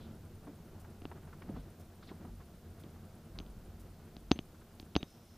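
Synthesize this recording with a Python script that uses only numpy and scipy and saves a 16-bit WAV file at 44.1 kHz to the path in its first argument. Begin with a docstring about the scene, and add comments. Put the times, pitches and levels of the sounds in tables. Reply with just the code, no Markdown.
"""A car creeps over cracked, gritty asphalt; the microphone is on the body, close behind a front tyre.
From the start the tyre rumbles and crushes grit, over faint microphone hiss and ticking, and soon it
bumps over cracks and rocks through hollows. From a second in, stones snap out from under the tread and
three knock on the bodywork, loudest near the end. Last, the brake sings faintly as the car slows."""
import sys
import numpy as np
from scipy import signal
from scipy.fft import rfft, irfft
from scipy.io import wavfile
from scipy.ndimage import uniform_filter1d, map_coordinates

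SR = 44100
rng = np.random.default_rng(int(sys.argv[2]) if len(sys.argv) > 2 else 0)


def inscribe(sig):
    """Save sig as 16-bit PCM at rate SR to the path in sys.argv[1].

    A 1-D sig is mono; a 2-D sig holds one channel per row.
    Samples are clipped to [-1, 1] before scaling.
    """
    pcm = np.round(np.clip(np.atleast_2d(sig).T, -1, 1) * 32767)
    wavfile.write(sys.argv[1], SR, pcm.astype(np.int16))


N = 236860
TIME = np.arange(N) / SR

# cracks under the tyre: start_s, bump_db, rise_s, pitch_hz, grit_db
CRACKS = [(0.47, -48.5, .015, 290, -54), (1.114, -50.5, 0.0035, 438, -48), (1.488, -36, 0.011, 205, -55),
          (1.561, -47.5, 0.013, 251, -52.5), (2.114, -43, 0.0022, 300, -54),
          (2.214, -54.5, 0.0068, 303, -66), (2.247, -49, 0.0072, 241, -57.5),
          (2.838, -47, 0.0029, 277, -61.5)]
# stones hitting the bodywork: start_s, knock_db, snap_db, snap_hz, brightness_hz
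STRIKES = [(1.054, -25, -56, 3130, 4330), (4.316, -8, -9.5, 3740, 6160), (4.964, -10, -15.5, 4170, 5350)]
DROP_LAG_S, DROP_RISE_S = 0.04, 0.0044  # after a knock the stone drops back under the tread
PING_HZ, PING_T60_S = 6266, 0.11  # a metal part that the stones set ringing


def from_db(db):
    """Decibels to gain."""
    return 10 ** (np.asarray(db) / 20)


def rms_one(x):
    """Scale to unit rms."""
    return x / np.sqrt(np.mean(x ** 2) + 1e-20)


def in_time(curve):
    """A curve of (time, value) rows at every sample."""
    return np.interp(TIME, *np.transpose(curve))


def cut(x, hz, kind, order=2):
    """Butterworth filter."""
    return signal.sosfilt(signal.butter(order, hz, kind, fs=SR, output="sos"), x + 1e-18)


def coloured(x, spectrum):
    """Give a noise a spectrum; rms 1."""
    hz, db = np.transpose(spectrum)
    bin_hz = np.maximum(np.arange(N // 2 + 1) * SR / N, 1)
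    gain = from_db(np.interp(np.log(bin_hz), np.log(hz), db))
    return rms_one(irfft(rfft(x) * gain, N))


def resonance(x, hz, width_hz):
    """Two-pole band-pass with gain 1 at its peak."""
    radius = np.exp(-np.pi * width_hz / SR)
    feedback = [1, -2 * radius * np.cos(2 * np.pi * hz / SR), radius ** 2]
    return signal.lfilter(np.array([1, 0, -1]) * (1 - radius ** 2) / 2, feedback, x + 1e-18)


def drift(per_s):
    """Smooth random wander; rms 1."""
    knots = rng.standard_normal(4096)
    return rms_one(map_coordinates(knots, [TIME * per_s], order=3, mode="wrap"))


def grains(spread_db, size=N):
    """Dense tiny contacts of uneven strength; rms 1."""
    contacts = rng.standard_normal(size)
    strength_db = spread_db * np.clip(rng.standard_normal(size), -3, 3)
    return rms_one(contacts * from_db(strength_db))


def age():
    """Seconds since a contact."""
    return np.arange(24576) / SR


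def mode(hz, t60_s, shape=np.sin):
    """Free ringing of one mode."""
    return shape(2 * np.pi * hz * age()) * from_db(-60 * age() / t60_s)


def swell(rise_s, shape=1):
    """Pressure builds to 1 at the rise time and dies; a smaller shape starts faster and lingers."""
    return (age() / rise_s * np.exp(1 - age() / rise_s)) ** shape


def burst(hz, width_hz, rise_s, spread_db, shape=1):
    """A cluster of contacts swells and dies in one steep-sided resonance."""
    contacts = grains(spread_db, size=len(age()))
    ring = resonance(resonance(contacts, hz, width_hz), hz, width_hz)
    # the load is steady over six cycles, however the contacts fall
    local_rms = np.sqrt(uniform_filter1d(ring ** 2, int(6 * SR / hz)) + 1e-20)
    return ring / local_rms * swell(rise_s, shape)


def add(out, start_s, sound):
    """Mix a sound in at a time."""
    i = max(round(start_s * SR), 0)
    out[i:i + len(sound)] += sound[:N - i]


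def rolling(boom_top_hz=110, rumble_top_hz=500, broken_db=3.5, broken_reach_s=0.053):
    """Road texture shakes the tyre: the carcass booms, the tread rumbles and the road grain rasps."""
    # how hard the road shakes the tyre, falling as the car slows: time_s, level_db
    shaking = [(0.0, -53), (0.73, -58), (1.43, -55.5), (1.78, -58), (2.29, -58), (3.08, -57), (3.38, -56.5),
               (4.28, -58.5), (5.37, -63)]
    # colour of the rolling noise: frequency_hz, level_db
    road_spectrum = [(12, -15), (20, 5), (59, -3), (91, 1.5), (120, -9.5), (146, -2.5), (226, -7.5),
                     (256, -18), (311, -11), (534, -21.5), (618, -22.5), (1530, -30), (1820, -33.5),
                     (7000, -53), (9100, -63), (15400, -120)]
    # resonances of the tyre: pitch_hz, width_hz, lift_db
    tyre_modes = [(85, 12, 6), (175, 75, -1), (239.8, 16, 7.5), (348, 19, 2.5), (688, 150, 4),
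                  (1380, 250, 3)]
    shake_db = in_time(shaking)
    swing_db = shake_db - shake_db.mean()
    road = coloured(grains(spread_db=4), road_spectrum)
    tyre = road + sum((from_db(db) - 1) * resonance(road, hz, width) for hz, width, db in tyre_modes)
    # rougher stone, and broken asphalt on both sides of a crack, lift rumble and rasp together
    broken = sum(np.exp(-((TIME - s - rise_s) / broken_reach_s) ** 2) for s, _, rise_s, *_ in CRACKS)
    rough_db = 1.5 * drift(per_s=35) + broken_db * broken
    boom = rms_one(cut(tyre, boom_top_hz, "low", order=4))
    rumble = rms_one(cut(tyre, [boom_top_hz, rumble_top_hz], "band", order=3))
    rasp = rms_one(cut(tyre, rumble_top_hz, "high", order=4))
    return (boom * from_db(-59 + 0.8 * swing_db)
            + rumble * from_db(shake_db + 0.6 + rough_db)
            + rasp * from_db(-67 + 0.46 * swing_db + 0.78 * rough_db))


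def hiss(level_db=-69.5, side_db=-7, pulse_db=-66, first_pulse_s=0.808, pulse_length_s=0.022):
    """Microphone hiss, mostly central, with a brief pulse of brighter hiss once a second."""
    # colour of the microphone's own noise: frequency_hz, level_db
    hiss_spectrum = [(500, -5.5), (3000, 4), (5600, 2.5), (7500, 0.5), (10000, -0.5), (13000, 1.5),
                     (15000, 1)]
    mid, side = coloured(rng.standard_normal((2, N)), hiss_spectrum)
    steady = mid + from_db(side_db) * side * [[1], [-1]]
    gate = abs((TIME - first_pulse_s + 0.5) % 1 - 0.5) < pulse_length_s / 2
    pulse = gate * rms_one(cut(rng.standard_normal(N), hz=3000, kind="high", order=1))
    return from_db(level_db) * steady + from_db(pulse_db) * pulse


def crunches(edge_hz=760, edge_rise_s=0.0032, drop_hz=2560, sand_hz=950, sand_rise_s=0.005):
    """Grit crumbles in bursts, also at cracks and under dropped stones; fainter sand crushes at random."""
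    # grit crushed under the tread: start_s, level_db, rise_s, pitch_hz
    grit = [(0.0, -66, 0.021, 3400), (0.844, -58, 0.0035, 1020), (1.274, -56.5, 0.0021, 806),
            (1.328, -54.5, 0.0036, 1040), (1.419, -53, 0.0027, 1150), (1.552, -71, 0.021, 3540),
            (2.025, -57.5, 0.0035, 1130), (2.025, -65, 0.0095, 3870), (2.07, -61.5, 0.01, 4000),
            (2.088, -57.5, 0.0043, 1500), (2.401, -62.5, 0.008, 1050)]
    edges = [(s, grit_db, edge_rise_s, edge_hz) for s, *_, grit_db in CRACKS]
    drops = [(s + DROP_LAG_S, knock_db - 53, DROP_RISE_S, drop_hz) for s, knock_db, *_ in STRIKES]
    sand = [(s, db, sand_rise_s, sand_hz * 2 ** octaves)
            for s, db, octaves in rng.uniform([0, -69, -0.5], [TIME[-1], -63, 0.5], size=(24, 3))]
    out = np.zeros(N)
    for s, level_db, rise_s, hz in grit + edges + drops + sand:
        width_hz = min(0.87 * hz, 1700)
        add(out, s, from_db(level_db) * burst(hz, width_hz, rise_s, spread_db=5, shape=0.65))
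    return cut(out, hz=5200, kind="low", order=3)


def ticking(level_db=-70):
    """Electronics by the microphone tick faintly in the treble, at uneven short gaps."""
    out = np.zeros(N)
    starts_s = np.cumsum(rng.choice([0.1, 0.15], size=60))
    for s in starts_s[starts_s < TIME[-1]]:
        add(out, s, from_db(level_db) * burst(hz=9300, width_hz=2800, rise_s=0.0035, spread_db=8))
    return cut(out, hz=[8000, 11000], kind="band")


def bumps(far_lag_s=0.029, far_rise_s=0.012, far_hz=152, wheel_hop_hz=46.1, drop_hz=230):
    """Crack edges and dropped stones make the tyre's air cavity thrum; hollows rock the whole wheel."""
    # hollows in the road: start_s, level_db, rise_s
    hollows = [(1.529, -45.5, 0.037), (2.27, -51.5, 0.075), (3.27, -49, 0.13), (3.722, -51.5, 0.064),
               (4.17, -52, 0.051)]
    near_edges = [(s, db, rise_s, hz) for s, db, rise_s, hz, _ in CRACKS]
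    # the tread drops off the far edge with a softer, lower bump
    far_edges = [(s + far_lag_s, db - 9, far_rise_s, far_hz) for s, db, *_ in CRACKS]
    hops = [(s, db, rise_s, wheel_hop_hz) for s, db, rise_s in hollows]
    drops = [(s + DROP_LAG_S, knock_db - 34, DROP_RISE_S, drop_hz) for s, knock_db, *_ in STRIKES]
    out = np.zeros(N)
    for s, level_db, rise_s, hz in near_edges + far_edges + hops + drops:
        thrum = np.sqrt(2) * swell(rise_s) * np.sin(2 * np.pi * hz * age())
        rattle = burst(hz, width_hz=hz, rise_s=rise_s, spread_db=1)
        add(out, s, from_db(level_db) * (0.7 * thrum + 0.54 * rattle))
    return cut(out, hz=900, kind="low")


def pops(rebound_hz=260, rebound_lag_s=0.0015):
    """A stone snaps free with a short push of air and a faint ping; then the tread swings back in."""
    # stones squeezed out from under the tread: start_s, snap_db, snap_hz, rebound_db
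    squeezed_stones = [(1.0194, -47.5, 2880, -32.5), (2.8374, -43, 3420, -53), (3.3882, -23, 4080, -39),
                       (3.401, -37.5, 3100, -30.5), (3.4645, -47, 3440, -58), (4.1669, -35.5, 4100, -32.5),
                       (4.3121, -30, 3370, -13.5), (4.378, -45, 4000, -58), (4.39, -25.5, 3040, -22.5),
                       (4.7989, -29, 4230, -34.5), (4.8276, -51, 3080, -34.5), (4.9539, -20, 3120, -20),
                       (5.0295, -25.5, 3220, -23.5)]
    snaps, thuds, pings = np.zeros((3, N))
    for s, snap_db, snap_hz, rebound_db in squeezed_stones:
        snap_t60_s = 0.0035 * (3000 / snap_hz) ** 2.8  # smaller stones snap higher and die sooner
        snap = from_db(snap_db) * mode(snap_hz, snap_t60_s)
        air_push = 0.34 * from_db(rebound_db) * mode(rebound_hz, t60_s=0.0022, shape=np.cos)
        add(snaps, s, snap + air_push)
        add(thuds, s + rebound_lag_s, -from_db(rebound_db) * mode(rebound_hz, t60_s=0.011))
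        add(pings, s, -from_db(snap_db - 38) * mode(PING_HZ, PING_T60_S))
    return cut(snaps, hz=5500, kind="low", order=5) + cut(thuds, hz=920, kind="low") + pings


def strikes(contact_hz=4200, chatter_gap_s=0.0029, chatter_fall_db=4.5):
    """A flung stone knocks on the panel, which chatters briefly and sets a metal part pinging."""
    # modes of the body panel: pitch_hz, level_db, t60_s
    panel_modes = [(69, -20, 0.093), (132, -16, 0.03), (187, -16.5, 0.028), (265, -8, 0.025),
                   (405, -39, 0.03), (718, -31.5, 0.059), (1190, -23, 0.0064), (2690, -17.5, 0.0095)]
    panel = sum(from_db(db) * mode(hz, t60_s, np.cos) for hz, db, t60_s in panel_modes)
    out = np.zeros(N)
    for s, knock_db, snap_db, snap_hz, brightness_hz in STRIKES:
        snap = from_db(snap_db) * mode(snap_hz, t60_s=0.0012)
        knock = from_db(knock_db) * cut(panel, contact_hz, "low", order=1)
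        ping = from_db(snap_db - 34) * mode(PING_HZ, PING_T60_S)
        sharp_edge = from_db(-26) * snap
        add(out, s, cut(snap + knock, brightness_hz, "low", order=5) + sharp_edge - ping)
        # the swinging panel touches its mount about once a cycle, each time more lightly
        for k, (jitter, detune) in enumerate(rng.uniform(-0.25, 0.25, size=(5, 2))):
            touch_db = snap_db - 25 - chatter_fall_db * k
            touch = from_db(touch_db) * mode(snap_hz * (1 + detune), t60_s=0.0026)
            add(out, s + (k + 1 + jitter) * chatter_gap_s, touch)
    return out


def wheel_arch(direct, scatter_t60_s=0.085):
    """Arch and ground scatter a short, weak tail; reflections off the body cancel a few bands."""
    # bands that cancel at the microphone: centre_hz, width_hz, depth_fraction
    dips = [(520, 117, 0.42), (1530, 1400, 0.45), (1870, 106, 1)]
    decay = from_db(-41 - 60 * age() / scatter_t60_s) / 2
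    tail = cut(grains(spread_db=1, size=len(decay)) * decay, hz=400, kind="high", order=1)
    out = direct + signal.fftconvolve(direct, tail)[:N]
    for hz, width_hz, depth in dips:
        out = out - depth * resonance(out, hz, width_hz)
    return out


def thin_ring(start_s=4.987, level_db=-58):
    """A light touch leaves a thin ring after the last knock."""
    out = np.zeros(N)
    add(out, start_s, from_db(level_db) * mode(hz=3750, t60_s=0.26))
    return out


def brake(whistle_db=-3, rub_db=-4):
    """Pad friction: two narrow, unsteady whistles over a soft rub."""
    # how hard the pad rubs: time_s, level_db
    rubbing = [(0, -120), (5.0, -110), (5.08, -69), (5.2, -75.5), (5.37, -73)]
    # resonances of the brake: pitch_hz, width_hz, level_db
    brake_modes = [(5220, 220, 0), (5660, 420, -6)]
    friction = rng.standard_normal(N)
    whistle = sum(from_db(db) * rms_one(resonance(resonance(friction, hz, width), hz, width))
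                  for hz, width, db in brake_modes)
    rub = rms_one(cut(friction, hz=[2500, 6500], kind="band"))
    return from_db(in_time(rubbing)) * (from_db(whistle_db) * whistle + from_db(rub_db) * rub)


def scene():
    """Everything at the wheel reaches both channels alike; only the hiss has width."""
    tyre = rolling() + bumps() + crunches()
    stones = wheel_arch(pops() + strikes())
    return tyre + stones + thin_ring() + brake() + hiss() + ticking()


def record(dry, cutoff_hz=15300):
    """The top treble is cut steeply."""
    return signal.sosfilt(signal.ellip(12, 0.1, 80, cutoff_hz, fs=SR, output="sos"), dry)


dry = scene()
out = record(dry)
inscribe(out)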